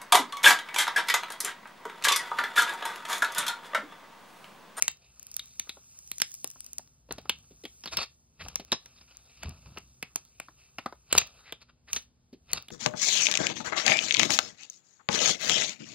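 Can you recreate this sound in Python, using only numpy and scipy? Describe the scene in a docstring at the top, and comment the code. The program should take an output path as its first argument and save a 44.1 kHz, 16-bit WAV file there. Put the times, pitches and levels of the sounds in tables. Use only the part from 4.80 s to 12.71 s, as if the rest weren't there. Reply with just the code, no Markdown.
"""Sticky film peeled off a panel

Sticky plastic film is pulled slowly off a small clear panel close by, in stereo.
Glue lets go in a fine fizz (treble noise in tiny grains) and in snaps and ticks (short dying noise bursts).
Film scrapes and rustles (grainy noise through the panel's modes); fingers rumble and knock (low noise).
A quiet room hums behind (coloured noise, one narrow resonance) and answers with a short noise tail.
"""
import sys
import numpy as np
from scipy import signal
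from scipy.fft import rfft, irfft, next_fast_len
from scipy.io import wavfile
from scipy.ndimage import uniform_filter1d

SR = 44100
rng = np.random.default_rng(int(sys.argv[2]) if len(sys.argv) > 2 else 0)


def wrap_up_sound(samples):
    """Save the sound to the file named by the first command line argument, as 16-bit audio."""
    columns = np.atleast_2d(samples).T
    # keep every value between -1 and 1, then stretch to whole-number steps
    tamed = np.clip(columns, -1, 1)
    steps = np.round(tamed * 32767).astype(np.int16)
    wavfile.write(sys.argv[1], SR, steps)


def convert_level_to_amplitude(level_db):
    """Map a level in decibels to its linear amplitude factor."""
    exponent = np.asarray(level_db, float) / 20
    return 10 ** exponent


N = 348831

# Room tone spectrum. Each row: frequency in Hz, relative density in dB per Hz.
AIR_TONE = [(32, -25.5), (62, 0), (92, -12), (125, -7.5), (250, -21), (700, -29), (2000, -40),
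            (6500, -35.5), (12000, -48.5)]
AIR_DB, HUM_HZ, HUM_WIDTH_HZ, HUM_DB = -67, 241, 0.49, -81
# Likeness of left and right in room tone and tail, before the stereo is set; above 5.5 kHz they carry
# one sound. Each row: frequency in Hz, correlation (1 = same).
SIDE_LIKENESS = [(100, .97), (600, .5), (4900, .5), (5500, 1.0)]
# Modes of the stiff panel in cupped hands. Each row: frequency in Hz, width in Hz, gain in dB.
PANEL_MODES = [(650, 350, -5), (1250, 400, 0), (2600, 400, 4), (3800, 500, -2), (4700, 600, 0)]
# Treble colour of torn glue. Each row: frequency in Hz, gain in dB.
GLUE_TREBLE = [(4200, -14), (6000, 0), (9000, -7), (15600, -7), (16300, -35)]
# The steady pull. Each row: time in seconds, film scraping in dB, glue fizz in dB.
PULL = [(0.2, -66.5, -69), (0.55, -64.5, -57), (1.05, -72, -57.5), (1.5, -79.5, -50), (1.998, -70.5, -61),
        (2.269, -91, -72), (2.6, -79.5, -64), (3.0, -69.5, -58), (3.57, -94.5, -74), (3.87, -77.5, -70.5),
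        (4.099, -65, -64.5), (4.6, -61.5, -63), (5.1, -75.5, -65.5), (5.9, -66.5, -64.5),
        (6.279, -80, -69.5), (6.6, -58, -62.5), (7.049, -88.5, -98), (7.649, -103, -74.5)]
# A hand regrips and the film creases. Each row: peak time in seconds, scraping in dB, fizz in dB,
# fingers shifting the panel in dB, time to fade 30 dB in seconds (a negative one leaves the row near silent).
GRIPS = [(0.029, -52.5, -48.5, -63, 0.14), (2.329, -60, -72, -53, 0.72), (2.389, -76, -82, -55, -0.04),
         (2.55, -56, -58, -65, -0.02), (3.189, -33.5, -51, -37.5, 0.03), (3.631, -50, -56.5, -47, 0.25),
         (3.94, -45, -62, -47.5, 0.034), (4.666, -48, -74, -37.5, 0.16), (4.87, -60, -72, -49, 0.37),
         (5.598, -63, -66, -48, -0.03), (6.371, -30, -50.5, -39, 0.11), (7.15, -45.5, -38, -52, 0.09),
         (7.75, -38, -48, -43.5, 0.1)]
GRIP_RISE_DB_PER_S = 420
# Glue letting go or a crease flipping. 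Each row: start in seconds, crack in dB, thump in dB above the crack,
# treble in dB above the crack, ring of the loose film in Hz.
SNAPS = [(0.0233, -22.5, -18, 13, 2530), (0.0796, -21, -15.5, 2.5, 7300), (0.5934, -31.5, -24.5, -2, 3660),
         (0.7963, -26, -23, 5, 6230), (0.893, -31, -16, -3, 3660), (1.3157, -36, -11.5, 12, 4000),
         (1.4, -31.5, -15.5, 0.5, 6200), (1.4175, -18, -18, 5, 5360), (1.6435, -37, -2, 14.5, 5300),
         (2.307, -36, 2, -16.5, 4040), (2.3812, -41.5, 2, -4.5, 526), (2.4946, -18, -12.5, -2, 3110),
         (2.836, -45.5, 4.5, -1, 293), (2.8519, -35.5, -6, -6, 3170), (3.0359, -39, -12.5, -9.5, 5340),
         (3.057, -33.5, -7.5, -5, 4450), (3.0735, -35, -10.5, -11, 3780), (3.17, -21, -19, -1.5, 5290),
         (3.6841, -38, -11.5, 5.5, 6000), (3.757, -26, -14, 7.5, 5940), (3.7961, -41.5, 1.5, -3.5, 376),
         (3.9183, -18.5, -14, -6, 3820), (3.924, -22, -4, -17, 5290), (4.0582, -44.5, -13.5, 0, 5700),
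         (4.2097, -51, -9.5, -14, 4900), (4.633, -39, 1, 6.5, 2700), (4.9715, -38, -1.5, -10.5, 2740),
         (5.226, -30, -9.5, -1, 2530), (5.3588, -31.5, -3.5, 13, 6930), (5.5995, -35, -4, 4, 2580),
         (5.9829, -32.5, -3.5, -8, 2600), (6.326, -17, -9.5, 0.5, 7430), (6.3508, -34.5, 13.5, 7.5, 6700),
         (6.378, -15, -12.5, 2.5, 4720), (6.3815, -12, -26, 1, 6800), (6.4134, -31, -15.5, -6, 2570),
         (6.7231, -33, -7.5, -1.5, 3345), (7.131, -22, -24, 3.5, 6130), (7.1609, -25, -16, -9.5, 6150),
         (7.7324, -22, -16.5, 7.5, 4260), (7.883, -43, -14.5, -1, 3500), (7.903, -46, 0, -4.5, 2860)]
RING_MAX_WIDTH_HZ = 900
# Single threads of glue tearing, nearly all treble. Each row: start in seconds, treble in dB.
TICKS = [(0.396, -37), (0.429, -38.5), (0.4675, -38), (0.515, -36.5), (0.542, -33.5), (0.5659, -21.5),
         (1.189, -37.5), (1.275, -41.5), (1.3827, -29), (1.517, -37.5), (1.5409, -31), (1.55, -38.5),
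         (1.675, -31.5), (1.702, -35.5), (1.713, -39.5), (1.8051, -31.5), (1.844, -39), (1.864, -36),
         (1.932, -32), (1.9831, -24.5), (2.3238, -26.5), (4.3699, -39), (4.693, -37.5), (4.984, -37),
         (6.367, -28.5), (7.716, -40.5)]
TICK_CRACK_DB, TICK_THUMP_DB, TICK_RING_HZ = -19, -14.5, 5600  # crack re treble, thump re crack
# Fingers or panel knocking dully. Each row: start in seconds, thump in dB, ring in Hz.
KNOCKS = [(0.872, -55.5, 1110), (0.9692, -50.5, 587), (1.758, -53, 1710), (1.992, -48, 700),
          (2.288, -49.5, 504), (2.4543, -45, 1080), (2.7068, -52, 270), (3.661, -42.5, 900),
          (4.963, -48.5, 1180), (5.684, -44.5, 1100), (6.0592, -25.5, 1110), (6.1239, -40, 920),
          (7.527, -44, 240)]
KNOCK_CRACK_DB, KNOCK_TREBLE_DB = -12, -3.5  # crack re thump, treble re crack
# Room decay. Each row: frequency in Hz, time to fall 60 dB in seconds.
ROOM_DECAY = [(250, 0.12), (4000, 0.21), (14000, 0.06)]
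# The film drags and crumples. Each row: start in seconds, level in dB, length in seconds, loudest colour in Hz.
RUSTLES = [(3.108, -36, 0.053, 5000), (3.182, -32, 0.078, 4370), (3.589, -41.5, 0.05, 1940),
           (4.615, -43, 0.04, 2420), (6.297, -44, 0.037, 2640), (6.63, -52.5, 0.11, 1970),
           (6.8, -54, 0.044, 4130), (6.877, -59.5, 0.041, 1400), (7.069, -49.5, 0.053, 1930),
           (7.682, -50, 0.046, 2400), (7.767, -35, .022, 3870)]
# Phase between left and right. Each row: frequency in Hz, lead of the left in radians.
LEFT_LEAD = [(80, 0), (950, .4), (2400, -.8), (4600, -.9), (5500, -np.pi)]
# Balance between left and right. Each row: frequency in Hz, left minus right in dB.
LEFT_LOUDER = [(100, .2), (1600, 1.8), (5500, 0)]


def evened(x):
    """Scales to rms 1."""
    return x / np.sqrt(np.mean(x ** 2) + 1e-20)


def read(points, hz):
    """Reads a table on a log-frequency axis."""
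    f, value = np.transpose(points)
    return np.interp(np.log(hz + 1), np.log(f + 1), value)


def coloured(x, points):
    """Filters by a table of dB over frequency."""
    size = x.shape[-1]
    hz = np.fft.rfftfreq(size, 1 / SR)
    return irfft(rfft(x) * convert_level_to_amplitude(read(points, hz)), size)


def band(x, low_hz, high_hz):
    """Causal band-pass."""
    sos = signal.butter(2, [low_hz, high_hz], "band", fs=SR, output="sos")
    return signal.sosfilt(sos, x)


def ring(x, hz, width_hz):
    """One damped mode of gain 1."""
    r = np.exp(-np.pi * width_hz / SR)
    return 2 * signal.lfilter([1 - r], [1, -r * np.exp(2j * np.pi * hz / SR)], x).real


def diffuse(pair):
    """Mixes two unrelated sounds into a left and right as alike as SIDE_LIKENESS says."""
    hz = np.fft.rfftfreq(pair.shape[1], 1 / SR)
    same = np.clip(read(SIDE_LIKENESS, hz), -1, 1)
    a, b = rfft(pair)
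    return irfft([a, same * a + np.sqrt(1 - same ** 2) * b], pair.shape[1])


def air():
    """Room tone with a faint wavering hum, noise through a very narrow resonance."""
    tone = evened(coloured(diffuse(rng.standard_normal((2, N))), AIR_TONE))
    hum = evened(ring(rng.standard_normal(N), HUM_HZ, HUM_WIDTH_HZ))
    return convert_level_to_amplitude(AIR_DB) * tone + convert_level_to_amplitude(HUM_DB) * hum


def wander(rms_db):
    """Uneven motion: a gain that drifts at random, several times a second."""
    drift = uniform_filter1d(rng.standard_normal(N), size=2500)
    return convert_level_to_amplitude(rms_db * evened(uniform_filter1d(drift, size=2500)))


def grains(per_s, spread_db, smooth, peak_s):
    """Tiny slips of random size over a smooth noise; each swells for peak_s, then dies."""
    size_db = spread_db * np.minimum(rng.exponential(1, N), 4)
    slips = (rng.random(N) < per_s / SR) * convert_level_to_amplitude(size_db)
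    t = np.arange(2048) / (peak_s * SR)
    clumps = signal.oaconvolve(slips, t * np.exp(-t))[:N]
    return evened(evened(clumps) + smooth) * rng.standard_normal(N)


def panel(x, drift_db=0):
    """Panel and cupped hands ring in a few broad modes; with drift_db moving hands swell each alone."""
    out = 0
    for hz, width_hz, db in PANEL_MODES:
        drift = wander(drift_db) if drift_db else 1
        out = out + convert_level_to_amplitude(db) * drift * ring(x, hz, width_hz)
    return band(out, 200, 6000)


def grips():
    """Gains of scrape, fizz and fingers: each grip swells fast and fades at its own speed."""
    t, out = np.arange(N) / SR, np.zeros((3, N))
    for s, *levels_db, fade_s in GRIPS:
        near = slice(max(0, round((s - .25) * SR)), round((s + 3 * fade_s) * SR))
        since_s = t[near] - s
        shape_db = np.minimum(GRIP_RISE_DB_PER_S * since_s, -30 * since_s / fade_s)
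        out[:, near] += convert_level_to_amplitude(np.array(levels_db)[:, None] + shape_db)
    return out


def peel():
    """Scrape and fizz follow the pull and the grips; finger rumble only the grips."""
    s, *levels_db = np.transpose(PULL)
    scrape_pull, fizz_pull = (convert_level_to_amplitude(np.interp(np.arange(N) / SR, s, db)) for db in levels_db)
    scrape_grip, fizz_grip, finger_grip = grips()
    scrape = evened(panel(grains(per_s=260, spread_db=1.8, smooth=.8, peak_s=.002)))
    # the steady pull is smoother
    glide = evened(panel(grains(per_s=300, spread_db=1.5, smooth=1.0, peak_s=.003), drift_db=4.5))
    torn = grains(per_s=220, spread_db=.8, smooth=3.5, peak_s=0.00021)
    fizz = evened(band(coloured(torn, GLUE_TREBLE), 4500, 17000))
    # the panel shudders, and the scrape catches on each swing
    rub = rng.standard_normal(N)
    wobble = evened(band(band(rub, 50, 90), 50, 90))
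    scrape = evened(scrape * convert_level_to_amplitude(2.2 * wobble))
    fingers = evened(wobble + 0.72 * evened(band(rub, 90, 200)) + .3 * band(scrape, 250, 1500))
    film = scrape_pull * glide + scrape_grip * scrape + (fizz_pull + fizz_grip) * fizz
    return wander(0.77) * film + finger_grip * fingers


def burst(thump_db, treble_db, hz):
    """One short dying noise burst: a crack through the ringing film, a thump and a brief treble tick."""
    base_fall_s, quicken, ring_db = 0.0035, 0.73, 0.5  # quicken: dB shorter per dB of treble
    flutter_db, flutter_fall_s, sides_db = -24, 0.017, 3.5
    t = np.arange(4096) / SR
    # time to fall 10 dB: bright bursts are short, dull and low ones last
    fall_s = base_fall_s * convert_level_to_amplitude(-quicken * np.clip(treble_db, -10, 10)) * max(1, 800 / hz)
    rise = rng.standard_normal(len(t)) * np.minimum(t / (0.28 * fall_s), 1)
    flutter = convert_level_to_amplitude(flutter_db - 10 * t / flutter_fall_s)  # the film flutters on
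    body = rise * (convert_level_to_amplitude(-10 * t / fall_s) + flutter)

    width_hz = min(RING_MAX_WIDTH_HZ, hz)
    rung = convert_level_to_amplitude(ring_db) * evened(ring(ring(body, hz, width_hz), hz, width_hz))
    low = hz < 1700  # a low ring joins the thump, a high one the crack
    thump_top_hz = min(1500, 2 * hz)
    crack = evened(band(body, 2200, 6000)) + rung * (not low)
    thump = evened(band(band(body, 120, thump_top_hz), 120, thump_top_hz)) + rung * low
    tick = band(coloured(rise * convert_level_to_amplitude(-14 * t / fall_s), GLUE_TREBLE), 5000, 17000)

    # each part to a peak short-time rms of 1
    crack, thump, tick = (part / np.sqrt(uniform_filter1d(part ** 2, size=130).max())
                          for part in (crack, thump, tick))
    # treble is a fixed amount louder on a randomly chosen side
    sides = convert_level_to_amplitude(sides_db * rng.choice([-1, 1]) * np.array([[.5], [-.5]]))
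    return crack + convert_level_to_amplitude(thump_db) * thump + convert_level_to_amplitude(treble_db) * sides * tick


def bursts(rows):
    """Sets bursts in time; rows as in SNAPS."""
    out = np.zeros((2, N + 4096))
    for s, crack_db, thump_db, treble_db, hz in rows:
        start = round(s * SR)
        out[:, start:start + 4096] += convert_level_to_amplitude(crack_db) * burst(thump_db, treble_db, hz)
    return out[:, :N]


def snaps():
    """Glue lets go or a crease flips: the loose film rings, well damped."""
    return bursts(SNAPS)


def room(x):
    """A noise tail, each band dying at its own speed, fading in over its first 17 ms."""
    hz, t, z = signal.stft(diffuse(rng.standard_normal((2, SR // 2))), SR, nperseg=256)
    decay = convert_level_to_amplitude(-60 * t / read(ROOM_DECAY, hz)[:, None])
    tail = signal.istft(z * decay, SR, nperseg=256)[1]
    tail = tail * np.clip(np.arange(tail.shape[1]) / (0.017 * SR), 0, 1)
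    return signal.fftconvolve(x[None], tail / np.linalg.norm(tail[0]), axes=1)[:, :N]


def ticks():
    """Single threads of glue tear: bursts that are nearly all treble."""
    return bursts([(s, db + TICK_CRACK_DB, TICK_THUMP_DB, -TICK_CRACK_DB, TICK_RING_HZ) for s, db in TICKS])


def knocks():
    """Fingers or panel knock: bursts led by the thump."""
    return bursts([(s, db + KNOCK_CRACK_DB, -KNOCK_CRACK_DB, KNOCK_TREBLE_DB, hz) for s, db, hz in KNOCKS])


def rustles():
    """Short swells of rough grains through the panel, each with its own colour."""
    rough, out = grains(per_s=800, spread_db=2.0, smooth=1.0, peak_s=0.0008), np.zeros(N)
    for s, db, length_s, hz in RUSTLES:
        start, swell = round(s * SR), np.hanning(round(length_s * SR))
        span = slice(start, start + len(swell))
        drag = rough[span]
        colour = evened(ring(drag, hz, hz / 3))
        out[span] += convert_level_to_amplitude(db) * swell * evened(evened(panel(drag)) + 1.3 * colour)
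    return out


def scene():
    """Near sound, its room, and the room tone."""
    near = peel() + snaps() + ticks() + knocks() + rustles()
    return near + convert_level_to_amplitude(-19) * room(near.mean(0)) + air()


def low_pass(x):
    """Removes everything above the highest recorded frequency."""
    return signal.sosfilt(signal.butter(12, 16990, fs=SR, output="sos"), x)


def record(dry):
    """Sets phase and balance of left and right by frequency; above 5.5 kHz they are opposite in sign."""
    size = next_fast_len(N + 2048)
    hz = np.fft.rfftfreq(size, 1 / SR)
    half = convert_level_to_amplitude(read(LEFT_LOUDER, hz) / 2)
    left_right = np.array([half * np.exp(1j * read(LEFT_LEAD, hz)), 1 / half])
    mix = irfft(rfft(dry, size) * left_right, size)[:, :N]
    return low_pass(mix)


dry = scene()
out = record(dry)
wrap_up_sound(out)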